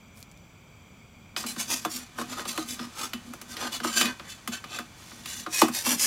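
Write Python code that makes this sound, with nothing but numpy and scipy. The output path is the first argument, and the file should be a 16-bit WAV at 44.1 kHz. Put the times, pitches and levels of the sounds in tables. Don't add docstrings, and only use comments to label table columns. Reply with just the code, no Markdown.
import sys
import numpy as np
from scipy import signal
from scipy.fft import rfft, irfft, next_fast_len
from scipy.io import wavfile

SR = 44100
rng = np.random.default_rng(int(sys.argv[2]) if len(sys.argv) > 2 else 0)


def wrap_up_sound(samples):
    columns = np.atleast_2d(samples).T
    tamed = np.clip(columns, -1, 1)
    steps = np.round(tamed * 32767).astype(np.int16)
    wavfile.write(sys.argv[1], SR, steps)


N = 267246
TIME = np.arange(N) / SR
LANDING_S = 1.363
GRIND_HZ, RASP_HZ, HISS_HZ = (400, 2000), (2000, 5000), (5000, 15500)
BOOM_LOSS = 0.23

# start_s, end_s, rise_s, level_db, pressure_db, hum_db
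SHOVES = [(1.363, 1.413, .003, -40.5, -6, -48), (1.465, 1.507, 0.0022, -40, -10.5, -45),
          (1.599, 1.612, 0.017, -34.5, -7, -51), (1.703, 1.74, 0.016, -31.5, -6, -39.5),
          (1.78, 1.845, 0.028, -52.5, -13, -50), (1.918, 1.966, 0.014, -41.5, -13.5, -40.5),
          (1.977, 2.033, 0.03, -51, -3.5, -54), (2.187, 2.212, 0.0095, -42, 4, -40),
          (2.32, 2.328, 0.02, -40, 0, -38.5), (2.377, 2.402, 0.0047, -40.5, 5, -67),
          (2.483, 2.5, 0.013, -37, -8.5, -43), (2.547, 2.624, 0.022, -44, 0, -44),
          (2.688, 2.732, 0.014, -41, -12, -40), (2.808, 2.846, 0.022, -46, 4.5, -42),
          (2.995, 3.048, 0.027, -37.5, -2, -45), (3.266, 3.298, 0.01, -61, -10, -43),
          (3.508, 3.53, .018, -44, -6.5, -47.5), (3.606, 3.665, 0.028, -37.5, 5, -39.5),
          (3.728, 3.757, 0.0098, -38, -2.5, -50), (3.842, 3.885, 0.0073, -35, 0, -34),
          (3.972, 4.005, 0.025, -26.5, -6.5, -37), (4.04, 4.055, 0.014, -37, 4.5, -30.5),
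          (4.068, 4.081, .005, -38, 6.5, -40), (4.248, 4.292, 0.0091, -53.5, 7, -69),
          (4.3, 4.307, 0.011, -42, -16, -68), (4.53, 4.536, 0.0076, -32, -2, -47.5),
          (4.72, 4.773, 0.021, -39, 2.5, -53), (4.976, 5.228, 0.0089, -55.5, -7, -54),
          (5.285, 5.41, 0.025, -43, -9, -49), (5.545, 5.628, .018, -32, -10.5, -65.5),
          (5.752, 5.79, .017, -32.5, -10, -68), (5.862, 5.93, 0.016, -28, -6.5, -28.5),
          (6.014, 6.055, 0.019, -26.5, -12.5, -42)]
# pitch_hz, gain_db, t60_s
BENDING_MODES = [(151, -10, 0.096), (206, -9.5, 0.22), (239.7, 1, 0.16), (320, -3.5, 0.082)]
# pitch_hz, gain_db, t60_s
CAVITY_MODES = [(316.4, 2.5, 0.13), (360, -3.5, 0.14), (461.6, -2.5, 0.093), (569, 4, 0.04),
                (646, -8.5, 0.1), (717.4, -13.5, 0.28), (775.5, -7.5, 0.1), (1050, -4, 0.066)]
# frequency_hz, gain_db
FRICTION_SPECTRUM = [(210, -5), (350, 6.5), (398, -3), (696, -9), (857, -2), (1240, -3), (1360, -7),
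                     (2100, -11), (5840, -8), (11800, -13), (16000, -20)]


def scrape(judder_db, flicker_db, squeal_range_hz):
    # pressure_db, pitch_hz, gain_db
    grind_centre = [(-7.5, 1666, -1.5), (-2.5, 1346, 5), (2.5, 1200, 8), (3.5, 1244, 6.5)]
    pressures, *centre = np.transpose(grind_centre)
    friction = hollow(colour(grit(per_s=2400, size_db=3, smooth_db=-4.5), FRICTION_SPECTRUM))
    judder = judder_db * drift(per_s=260)
    shakes = [from_db(db + judder + flicker_db * drift(per_s=38)) for db in (0, 0, 0.3)]
    low_hz, high_hz = squeal_range_hz
    out = np.zeros(N)
    for start, end, rise, level, pressure, _ in SHOVES:
        place, pitch = rng.random(2)
        span = slice(int((start - 0.1) * SR), int((end + 0.3) * SR))
        centre_hz, centre_db = (np.interp(pressure, pressures, column) for column in centre)
        squeal_hz = low_hz * (high_hz / low_hz) ** pitch
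        hiss_db = -1.5 - 0.3 * pressure - 0.13 * free_ring_db(end)
        rub = np.roll(friction, int(place * N))[span]
        grind = from_db(centre_db) * resonate(rub, centre_hz, width_hz=57)
        squeal = resonate(rub, squeal_hz, width_hz=140)
        rub = roll_off(rub + grind + squeal, top_hz=11800 * from_db(hiss_db))
        bands = zip((GRIND_HZ, RASP_HZ, HISS_HZ), (pressure, 0, hiss_db), shakes)
        shove = sum(from_db(level + db) * shake[span] * rms_one(band(rub, hz)) for hz, db, shake in bands)
        shove *= shove_speed(TIME[span], start, end, rise)
        shove = sheet_ring(shove, ring_db=free_ring_db(end) + 0.5, width_hz=25)
        add(out, TIME[span][0], reflections(shove, wet_db=2, t60_s=0.027))
    return out


def shove_speed(time, start, end, rise, coast_s=0.026):
    envelope = np.exp(-np.maximum(start - time, 0) / rise - np.maximum(time - end, 0) / coast_s)
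    return envelope * (time > LANDING_S)


def knocks(clack_db, clack_width_hz, crunch_s, tail_s, tail_db, boom_limit_db):
    # time_s, level_db, crunch_db, hiss_db, thud_db
    blows = [(1.363, -27, 1, -14, -12), (1.439, -28.5, -11, -12, 1), (1.462, -44, 2, 0, 4),
             (1.562, -35.5, -6, -6, 11), (1.849, -17.5, -12, -0.5, -7.5), (2.185, -24, -17, -1, -7),
             (2.213, -27.5, -15, 3, -6), (2.394, -28.5, -7, -7, -7), (2.453, -29, -7, -6, -6),
             (2.576, -23.5, -6, -2.5, -13), (2.792, -28.5, -9, -18, 1.5), (3.133, -29.5, 0.5, -5, 2),
             (3.335, -33, -11.5, 4, -12), (3.414, -40, -1, 3, -1), (3.567, -40, 8, -7, -10),
             (3.801, -28.5, -7.5, -8, -3), (3.844, -19, -36, 1, -22), (4.011, -18, 1, -7, -8),
             (4.055, -32.5, 8.5, -6, -3), (4.196, -33, -7, -13, -2), (4.475, -26, -5, 0.5, 3),
             (4.64, -31, -7, -8.5, -5), (4.787, -24.5, -10, -2.5, -3), (5.115, -38, -10.5, -17, -2),
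             (5.257, -38, 4.5, -2, -5), (5.463, -23.5, -15, -9, -13), (5.616, -4, -13, -1.5, -7),
             (5.682, -24, -13, 4, 3), (5.864, -21.5, -18, 6, -6)]
    # level_db, pitch_hz
    clack_pitch = [(-39, 1240), (-22.5, 1240), (-1, 924)]
    age, out = TIME[:SR // 3], np.zeros(N)
    fade = np.exp(-age / crunch_s) + from_db(tail_db) * np.exp(-age / tail_s)
    fade_rms = np.sqrt(np.mean(fade ** 2))
    build = 1 - np.exp(-age / 0.0058)
    bite = 1 - np.exp(-age / 0.00044)
    for s, level, crunch_db, hiss_db, thud_db in blows:
        hz = np.interp(level, *np.transpose(clack_pitch))
        burst = rng.standard_normal(len(age)) * fade
        force = burst + 5.6 * (age == 0)
        clack = hollow(resonate_twice(force, hz, clack_width_hz))
        clack = rms_one(band(clack, (300, 1.365 * hz)))
        rasp = rms_one(band(burst * bite, RASP_HZ))
        hiss = rms_one(band(roll_off(burst * bite, top_hz=4270), HISS_HZ))
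        crunch = sheet_ring(rasp + from_db(hiss_db) * hiss, ring_db=3, width_hz=7.2)
        hit = fade_rms * (from_db(clack_db) * clack + from_db(crunch_db + 0.5) * crunch)
        thud = from_db(level + thud_db - 5) * struck(BENDING_MODES, age, spread_db=4)
        boom_db = min(level - 12 - BOOM_LOSS * free_ring_db(s), boom_limit_db)
        boom = from_db(boom_db) * struck(CAVITY_MODES, age, spread_db=3.5)
        add(out, s, from_db(level) * hit + build * (thud + boom))
    return disperse(band(out, (115, 16000)), corner_hz=260, stages=12)


def flex(hum_db, wander_hz, rough_db, rumble_db, lead_s, half_s):
    swell = np.sqrt(sum(from_db(db) ** 2 * bell_curve(end - lead_s, half_s) for _, end, *_, db in SHOVES))
    hum_hz = BENDING_MODES[2][0] + wander_hz * drift(per_s=38)
    hum = np.sqrt(2) * np.sin(2 * np.pi * np.cumsum(hum_hz) / SR)
    shaking = rng.standard_normal(N)
    cavity = sum(from_db(db) * resonate(shaking, hz, width_hz=37) for hz, db, _ in CAVITY_MODES[:3])
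    rumble = rms_one(cavity + 1.15 * resonate(shaking, BENDING_MODES[1][0], width_hz=81))
    return swell * (from_db(hum_db + rough_db * drift(per_s=110)) * hum + from_db(rumble_db) * rumble)


def light_rub(gain_db, unrest_db):
    # time_s, level_db
    rub_levels = [(1.4, -50), (1.95, -54.5), (2.1, -57), (2.3, -49), (3.2, -54), (4.4, -54.5), (4.9, -55),
                  (6.06, -54)]
    friction = hollow(colour(grit(per_s=1500, size_db=2.5, smooth_db=5), FRICTION_SPECTRUM))
    rub = rms_one(sheet_ring(band(friction, (400, 11000), order=1), ring_db=-0.5, width_hz=62))
    level_db = gain_db + np.interp(TIME, *np.transpose(rub_levels)) + unrest_db * drift(per_s=28)
    return rub * from_db(level_db) * (TIME > LANDING_S)


def grit(per_s, size_db, smooth_db):
    sizes = from_db(size_db * np.minimum(rng.exponential(1, N), 4)) * rng.choice([-1, 1], N)
    snaps = rms_one(sizes * (rng.random(N) < per_s / SR))
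    return snaps + from_db(smooth_db) * rng.standard_normal(N)


def sheet_ring(x, ring_db, width_hz):
    # pitch_hz, gain_db
    modes = [(1545, 11.5), (1735, 2), (1887, 7), (2024, 2), (2312, -6), (2495, 3.5), (2642, 3), (2970, 3.5),
             (3058, -0.5), (3470, 6.5), (3862, 2), (4303, -2), (4506, -1), (4877, -7), (5679, -38),
             (5995, -1), (6126, -19), (6428, 0.5), (7190, 5), (9324, -9)]
    contact_db = 3 * rng.uniform(-1.5, 1, len(modes))
    rings = sum(from_db(db + extra + ring_db) * resonate(x, hz, width_hz * np.sqrt(hz / modes[0][0]))
                for (hz, db), extra in zip(modes, contact_db))
    return rms_one(x + rings) * np.sqrt(np.mean(x ** 2))


def free_ring_db(s):
    # time_s, ring_db
    freedom = [(1.3, -7.5), (4.02, -0.5), (4.1, 8), (4.6, 9), (5.2, 1), (6.06, -11.5)]
    return np.interp(s, *np.transpose(freedom))


def disperse(x, corner_hz, stages):
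    k = np.exp(-2 * np.pi * corner_hz / SR)
    return signal.sosfilt(np.tile([-k, 1, 0, 1, -k, 0], (stages, 1)), x + 1e-18)


def hollow(x):
    # pitch_hz, width_hz, gain_db
    resonances = [(706, 61, 5), (1000, 20, -9), (1080, 80, -6), (1220, 27, 1)]
    return x + sum(from_db(db) * resonate(x, hz, width) for hz, width, db in resonances)


def reflections(x, wet_db, t60_s):
    age = TIME[:SR // 8]
    tail = rng.standard_normal(len(age)) * from_db(-60 * age / t60_s) * (1 - np.exp(-age / 0.00063))
    tail = band(tail / np.linalg.norm(tail), (900, 16000), order=2)
    wet = from_db(wet_db)
    return (x + wet * signal.fftconvolve(x, tail)[:len(x)]) / np.sqrt(1 + wet ** 2)


def cavity_drone(gain_db, width_hz):
    grind = sum(from_db(level + pressure) * shove_speed(TIME, start, end, rise)
                for start, end, rise, level, pressure, _ in SHOVES)
    shaking = rng.standard_normal(N)
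    cavity = rms_one(sum(from_db(db) * resonate(shaking, hz, width_hz) for hz, db, _ in CAVITY_MODES))
    return from_db(gain_db - BOOM_LOSS * free_ring_db(TIME)) * grind * cavity


def crumbs(gain_db, decay_s, tail_s, tail_db, width_hz):
    # time_s, relative_peak_db, pitch_hz
    snaps = [(0.1732, -39, 5170), (0.1774, -47, 6870), (0.1834, -47, 10500), (0.1904, -48, 7970),
             (0.2044, -39, 11900), (0.2276, -28.5, 4660), (0.3147, -40, 5650), (0.3214, -44, 3570),
             (0.375, -41, 6000)]
    age, out = TIME[:SR // 25], np.zeros(N)
    fade = np.exp(-age / decay_s) + from_db(tail_db) * np.exp(-age / tail_s)
    for s, db, hz in snaps:
        snap = resonate(rng.standard_normal(len(age)) * fade, hz, width_hz)
        add(out, s, from_db(db + gain_db) * snap / np.abs(snap).max())
    return out


def rustle(centre_s, half_s, level_db):
    grains = rms_one(band(grit(per_s=730, size_db=0, smooth_db=-3), (3000, 14000), order=1))
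    return grains * from_db(level_db) * bell_curve(centre_s, half_s)


def burner(flame_db, jet_db, flutter_db):
    # frequency_hz, gain_db
    flame_spectrum = [(22, -39), (33, -6.5), (48, -7), (95, 0.5), (130, -2.5), (210, -3), (340, -14.5),
                      (1400, -18.5), (1800, -26), (2900, -30), (4000, -34.5), (5200, -31.5), (8500, -39.5),
                      (16000, -41.5)]
    # pitch_hz, nominal_width_hz, gain_db
    tube_modes = [(2223, 100, -3), (2343, 206, 6), (3256, 380, -1.5), (4650, 74, -2), (5960, 100, -0.5),
                  (7200, 470, -6.5), (7630, 360, -8.5), (14600, 400, -12)]
    flame = rms_one(colour(rng.standard_normal(N), flame_spectrum)) * from_db(flutter_db * drift(per_s=16))
    gas = rng.standard_normal(N)
    jet = rms_one(sum(from_db(db) * resonate_twice(gas, hz, 1.4 * width) for hz, width, db in tube_modes))
    return from_db(flame_db) * flame + from_db(jet_db) * jet


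def struck(modes, age, spread_db):
    return sum(from_db(db + spread_db * rng.standard_normal() - 60 * age / t60)
               * np.cos(2 * np.pi * hz * age) * (-1) ** k for k, (hz, db, t60) in enumerate(modes))


def resonate(x, hz, width_hz):
    r = np.exp(-np.pi * width_hz / SR)
    feedback = [1, -2 * r * np.cos(2 * np.pi * hz / SR), r * r]
    return signal.lfilter(np.array([1, 0, -1]) * (1 - r * r) / 2, feedback, x + 1e-18)


def resonate_twice(x, hz, width_hz):
    return resonate(resonate(x, hz, width_hz), hz, width_hz)


def band(x, edges_hz, order=3):
    return signal.sosfilt(signal.butter(order, edges_hz, "band", fs=SR, output="sos"), x + 1e-18)


def roll_off(x, top_hz):
    k = np.exp(-2 * np.pi * top_hz / SR)
    return signal.lfilter([1 - k], [1, -k], x)


def colour(x, spectrum):
    hz, db = np.transpose(spectrum)
    size = next_fast_len(N)
    bins_hz = np.maximum(np.fft.rfftfreq(size, 1 / SR), 1)
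    gain = from_db(np.interp(np.log(bins_hz), np.log(hz), db))
    return irfft(rfft(x, size) * gain, size)[:N]


def drift(per_s):
    knots = rng.standard_normal(int(N / SR * per_s) + 2)
    return rms_one(np.interp(TIME * per_s, np.arange(len(knots)), knots))


def bell_curve(centre_s, half_s):
    return np.exp(-np.minimum(((TIME - centre_s) / half_s) ** 2, 50))


def add(track, s, sound):
    start = int(np.clip(s * SR, 0, N - 1))
    track[start:start + len(sound)] += sound[:N - start]


def from_db(db):
    return 10 ** (np.asarray(db) / 20)


def rms_one(x):
    return x / np.sqrt(np.mean(x ** 2) + 1e-20)


def scene():
    peel = scrape(judder_db=2, flicker_db=0.5, squeal_range_hz=(2506, 8480))
    peel += knocks(clack_db=-4.5, clack_width_hz=1020, crunch_s=0.0051, tail_s=0.032, tail_db=-14.5,
                   boom_limit_db=-17.5)
    peel += light_rub(gain_db=1, unrest_db=0.5)
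    peel += flex(hum_db=-2, wander_hz=7.18, rough_db=3.5, rumble_db=-14.5, lead_s=0.0014, half_s=0.031)
    oven = cavity_drone(gain_db=-13, width_hz=27)
    crackle = crumbs(gain_db=-0.5, decay_s=0.00039, tail_s=0.0076, tail_db=-22, width_hz=3100)
    crackle += rustle(centre_s=0.193, half_s=0.037, level_db=-56)
    mono = peel + oven + crackle + burner(flame_db=-53, jet_db=-60, flutter_db=0.36)
    return np.array([mono, mono])


def record(dry):
    ceiling, cutoff_hz = 0.85, 15900
    rounded = dry / (1 + (dry / ceiling) ** 4) ** 0.25
    return signal.sosfilt(signal.ellip(12, 0.1, 100, cutoff_hz, fs=SR, output="sos"), rounded)


dry = scene()
out = record(dry)
wrap_up_sound(out)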